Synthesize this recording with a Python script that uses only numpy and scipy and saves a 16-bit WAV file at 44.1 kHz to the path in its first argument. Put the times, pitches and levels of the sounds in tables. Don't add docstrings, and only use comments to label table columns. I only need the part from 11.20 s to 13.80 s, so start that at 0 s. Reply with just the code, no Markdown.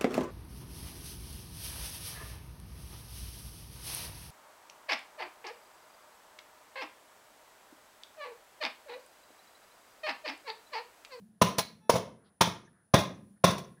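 import sys
import numpy as np
from scipy import signal
from scipy.fft import rfft, irfft
from scipy.io import wavfile
from scipy.ndimage import uniform_filter1d, minimum_filter1d, map_coordinates

SR = 44100
rng = np.random.default_rng(int(sys.argv[2]) if len(sys.argv) > 2 else 0)


def store_wav(level_fs):
    pcm = np.round(np.clip(np.atleast_2d(level_fs), -1, 1) * 32767)
    wavfile.write(sys.argv[1], SR, pcm.T.astype(np.int16))


N = 114660

# (frequency [Hz], level per Hz [dB])
AIR_SPECTRUM = [(25, -11), (80, 6.5), (200, -6), (400, -3.5), (700, -1), (1200, -10.5), (1750, -6),
                (2100, -17.5), (7500, -23), (16000, -28)]
# (frequency [Hz], level per Hz [dB])
WHINE_SPECTRUM = [(100, -55), (8200, -27), (9300, -1), (9850, 6), (10500, -3.5), (12000, -40)]
# (frequency [Hz], level per Hz [dB])
HUM_SPECTRUM = [(25, -28), (70, -17), (150, -15), (185, -7), (205, 0), (228, -9), (260, -19), (330, -27),
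                (1000, -50)]
# (time [s], level [dB])
HUM_LEVEL = [(0, -54), (.17, -67.5), (.55, -57), (.68, -65.5), (1.1, -73.5), (1.65, -78), (1.95, -59.5),
             (2.12, -59), (2.2, -71.5), (2.4, -48.5), (2.6, -64)]
# (time [s], knock level [dB], knock pitch [ratio], knock tilt [dB per octave],
# knock decay [ratio], bench thud level [dB], chatter level before CHATTER_DB or TOUCH_DB [dB],
# chatter fade by 60 dB [s], chatter tilt [dB per octave], ring level [dB], ring pitch [ratio],
# room level for knock and chatter before ROOM_DB [dB])
BLOWS = [(0.2157, -2.5, 0.96, 6, 0.85, -15, -15.5, 0.047, -.5, -52, 1.3, -7),
         (0.3821, -20.5, .98, 4, 2.1, -30, -25, 0.083, 2, -38.5, 1.17, -15),
         (0.6959, 4, 0.909, 3.5, .55, -30, -17, 0.04, 0.7, -43.5, 1.3, -7),
         (1.2093, -7, 0.876, 16, 0.73, -22.5, -16, 0.065, -0.4, -35, 0.99, -9),
         (1.739, -1.5, .99, -3.5, 1.35, -14, -16.5, 0.078, -1.3, -28, .998, -7.5),
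         (2.2406, 2.5, 0.98, -2, 0.62, -15.5, -13.5, 0.05, -1.03, -29, 1.002, -7)]
# (frequency [Hz], level [dB], fade by 60 dB [s])
COVER_TONES = [(318, -19, .06), (430, -14, .02), (560, -4, .036), (668, -3, .038), (790, -15, .018),
               (915, -13, .032), (1050, -9.5, .05), (1180, -25, .025)]
# (frequency [Hz], level [dB], fade by 60 dB [s])
BENCH_TONES = [(70.4, -17, 0.05), (106, -9, .2), (126.7, -11.5, .17), (143.7, 7.5, 0.036), (175.7, -2, .2),
               (198.6, -9.5, .35)]
# (frequency [Hz], level [dB], fade by 60 dB [s])
RIM_TONES = [(1440, -8, .2), (1625, -6, .22), (1785, -8, .2), (1900, -3, .17), (2095, -9, .17),
             (3378, -2, .2), (3448, 2, .22), (3560, -5, .18), (3658, 0, .21), (3781, -3, .2),
             (3960, -9, .17), (4990, -10, .18)]
# (frequency [Hz], level per Hz [dB])
CHATTER_SPECTRUM = [(30, -31.5), (100, -9.5), (400, 10.5), (1000, 11), (1450, 3), (2700, 0), (4000, 1),
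                    (4800, -3), (5700, 2.5), (7600, -10.5), (8800, -10), (9800, -1), (11000, -11.5),
                    (13700, -17), (15000, -5), (15800, -18)]
# (frequency [Hz], fade by 60 dB [s])
ROOM_FADE = [(80, 0.46), (200, 0.82), (560, 0.35), (1500, 0.39), (4000, 0.31), (10000, .3), (15000, .26)]
# (frequency [Hz], level [dB])
ROOM_COLOUR = [(60, -3), (200, -5), (400, -3.5), (1000, -2.5), (4000, 3), (10000, -3.5), (15000, -2)]
# (time [s], thud level [dB], knock level [dB], chatter level [dB])
ROCKS = [(.262, -38, -26.5, -44), (.738, -28, -23.5, -34.5), (0.755, -30, -11, -25),
         (1.273, -32.5, -23, -35), (1.786, -30.5, -25, -26), (2.29, -31, -33, -35.5)]
# (time [s], level [dB])
TICKS = [(.283, -39.5), (1.802, -37), (1.834, -44), (2.305, -33), (2.379, -38.5)]
# (harmonic number [multiple of TONE_HZ], level before TONE_DB [dB])
TONE_HARMONICS = [(1, -10.5), (2, -0.5), (3, -13), (4, -11.5), (5, -25.5), (6, -13), (8, -14), (9, -18.5),
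                  (13, -16.5)]
# (time [s], length [s], centre [Hz], width [Hz], level before the swell [dB])
RUBS = [(0.951, 0.21, 1110, 605, -72), (1.037, 0.065, 3900, 900, -73.5), (1.441, 0.039, 6100, 300, -70.5),
        (1.456, 0.048, 1740, 131, -67.5), (1.5, 0.17, 1480, 350, -73), (1.943, 0.019, 6100, 250, -65.5),
        (2.157, 0.03, 1670, 300, -72.5), (2.435, 0.026, 6050, 250, -62), (2.563, 0.035, 1726, 162, -69.5)]

AIR_DB, WHINE_START_DB, WHINE_GROWS_DB_PER_S = -77.5, -81, 2.5
KNOCK_PIVOT_HZ = 650
KNOCK_RISE_S, CHATTER_RISE_S, RING_RISE_S, THUD_RISE_S = .0018, .0038, .0029, .0035
TOUCH_LEAD_S, TOUCH_DB, TOUCH_FADE_S = .0022, -2, .0067
CHATTER_GRAIN_HZ, CHATTER_SPREAD_DB, CHATTER_DB = 1548, 3, 8
WANDER_RAD, WANDER_HZ = .4, 70
ROOM_DB, ROOM_RISE_S = 4.5, .016
RING_ROOM_DB, THUD_ROOM_DB, SETTLE_ROOM_DB = -8.5, -13.5, -10.5
SETTLE_RISE_S, ROCK_CHATTER_FADE_S = .0017, .09
TICK_FADE_S, TICK_TILT_DB_PER_OCTAVE = .075, 2
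TONE_S, TONE_LENGTH_S, TONE_HZ, TONE_DB = .595, .125, 435, -65
LOW_CUT_HZ, TOP_HZ = 78, 15550
CEILING, RELEASE_S = .56, .015


def amp(db):
    return 10 ** (np.asarray(db) / 20)


def unit(x):
    return x / np.sqrt(np.mean(x ** 2) + 1e-20)


def along(points, hz):
    table_hz, values = np.transpose(points)
    return np.interp(np.log(hz + 1), np.log(table_hz + 1), values)


def clock():
    return np.arange(SR) / SR


def add(track, s, sound):
    part = track[max(round(s * SR), 0):][:len(sound)]
    part += sound[:len(part)]


def noise(spectrum, size, tilt_db=0):
    hz = np.fft.rfftfreq(size, 1 / SR)
    octaves = np.log2(np.maximum(hz, 1000) / 1000)
    shape = amp(along(spectrum, hz) + tilt_db * octaves)
    return unit(irfft(rfft(rng.standard_normal(size)) * shape, size))


def workshop():
    t = np.arange(N) / SR
    hum = amp(np.interp(t, *np.transpose(HUM_LEVEL))) * noise(HUM_SPECTRUM, N)
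    air = amp(AIR_DB) * noise(AIR_SPECTRUM, N)
    whine = amp(WHINE_START_DB + WHINE_GROWS_DB_PER_S * t) * noise(WHINE_SPECTRUM, N)
    return hum + air + whine


def fade(rise, t60):
    return (1 - np.exp(-clock() / rise)) * 1000 ** (-clock() / t60)


def chatter(rise, t60, tilt_db=0):
    grain = map_coordinates(rng.standard_normal(SR), [clock() * CHATTER_GRAIN_HZ], order=1)
    uneven = noise(CHATTER_SPECTRUM, SR, tilt_db) * amp(CHATTER_SPREAD_DB * grain)
    return unit(uneven) * fade(rise, t60)


def ring(tones, rise, pitch=1, scatter_db=2.5, wander=0):
    t, out = clock(), 0
    for hz, db, t60 in tones:
        drift = wander * np.interp(t * WANDER_HZ, np.arange(256), rng.standard_normal(256))
        strength = amp(db + scatter_db * rng.standard_normal())
        out = out + strength * fade(rise, t60) * np.sin(2 * np.pi * hz * pitch * t + drift)
    return out


def in_room(x, room_db):
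    power = np.abs(uniform_filter1d(np.abs(rfft(x)) ** 2, size=90))
    colour = np.sqrt(power) * amp(along(ROOM_COLOUR, np.fft.rfftfreq(SR, 1 / SR)))
    coloured_noise = irfft(rfft(rng.standard_normal(SR)) * colour, SR)
    hz, t, slices = signal.stft(coloured_noise, SR, nperseg=256)
    t60 = along(ROOM_FADE, hz)[:, None]
    decay = 1000 ** (-t / t60) * np.sqrt(2 * np.log(1000) / (t60 * SR))
    tail = signal.istft(slices * decay, SR, nperseg=256)[1][:SR]
    return x + amp(room_db + ROOM_DB) * tail * (1 - np.exp(-clock() / ROOM_RISE_S))


def blows():
    out = np.zeros(N)
    for (s, knock_db, pitch, knock_tilt_db, decay, thud_db, chatter_db,
         chatter_t60, tilt_db, ring_db, ring_pitch, room_db) in BLOWS:
        touch = amp(chatter_db + TOUCH_DB) * chatter(KNOCK_RISE_S, TOUCH_FADE_S)
        add(out, s - TOUCH_LEAD_S, touch)

        cover = [(hz, db + knock_tilt_db * np.log2(hz / KNOCK_PIVOT_HZ), t60 * decay)
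                 for hz, db, t60 in COVER_TONES]
        knock = amp(knock_db) * ring(cover, KNOCK_RISE_S, pitch, scatter_db=.5)
        rattle = amp(chatter_db + CHATTER_DB) * chatter(CHATTER_RISE_S, chatter_t60, tilt_db)
        add(out, s, in_room(knock + rattle, room_db))

        rim = ring(RIM_TONES, RING_RISE_S, ring_pitch, scatter_db=.5, wander=WANDER_RAD)
        add(out, s, in_room(amp(ring_db) * rim, RING_ROOM_DB))

        thud = amp(thud_db) * ring(BENCH_TONES, THUD_RISE_S, wander=WANDER_RAD)
        add(out, s, in_room(thud, THUD_ROOM_DB))
    return out


def settling():
    out = np.zeros(N)
    for s, thud_db, knock_db, chatter_db in ROCKS:
        thud = amp(thud_db) * ring(BENCH_TONES, SETTLE_RISE_S)
        knock = amp(knock_db) * ring(COVER_TONES, SETTLE_RISE_S, pitch=.95)
        rattle = amp(chatter_db) * chatter(CHATTER_RISE_S, ROCK_CHATTER_FADE_S)
        add(out, s, in_room(thud + knock + rattle, SETTLE_ROOM_DB))
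    for s, db in TICKS:
        tick = amp(db) * chatter(KNOCK_RISE_S, TICK_FADE_S, TICK_TILT_DB_PER_OCTAVE)
        add(out, s, in_room(tick, SETTLE_ROOM_DB))
    return out


def swell(length):
    return np.sin(np.pi * np.minimum(clock() / length, 1))


def reedy_tone():
    out, tone = np.zeros(N), 0
    for harmonic, db in TONE_HARMONICS:
        cycles = round(harmonic) * TONE_HZ * clock() + rng.random()
        tone = tone + amp(db) * np.sin(2 * np.pi * cycles)
    add(out, TONE_S, amp(TONE_DB) * swell(TONE_LENGTH_S) * tone)
    return out


def rubs():
    out = np.zeros(N)
    for s, length, hz, width, db in RUBS:
        band = np.exp(-.5 * ((np.fft.rfftfreq(SR, 1 / SR) - hz) / width) ** 2)
        squeak = unit(irfft(rfft(rng.standard_normal(SR)) * band, SR))
        add(out, s, amp(db) * swell(length) * squeak)
    return out


def scene():
    air = workshop() + blows() + settling() + reedy_tone() + rubs()
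    low_cut = signal.butter(3, LOW_CUT_HZ, "high", fs=SR, output="sos")
    return signal.sosfilt(low_cut, air)[None]


def record(dry):
    t = np.arange(N) / SR
    over = np.log(np.maximum(np.abs(dry[0]) / CEILING, 1)) + 1e-12
    held = np.exp(np.maximum.accumulate(np.log(over) + t / RELEASE_S) - t / RELEASE_S)
    gain = uniform_filter1d(minimum_filter1d(np.exp(-held), size=65), size=65)
    treble_cut = signal.ellip(10, .5, 90, TOP_HZ, fs=SR, output="sos")
    return signal.sosfilt(treble_cut, dry * gain)


dry = scene()
out = record(dry)
store_wav(out)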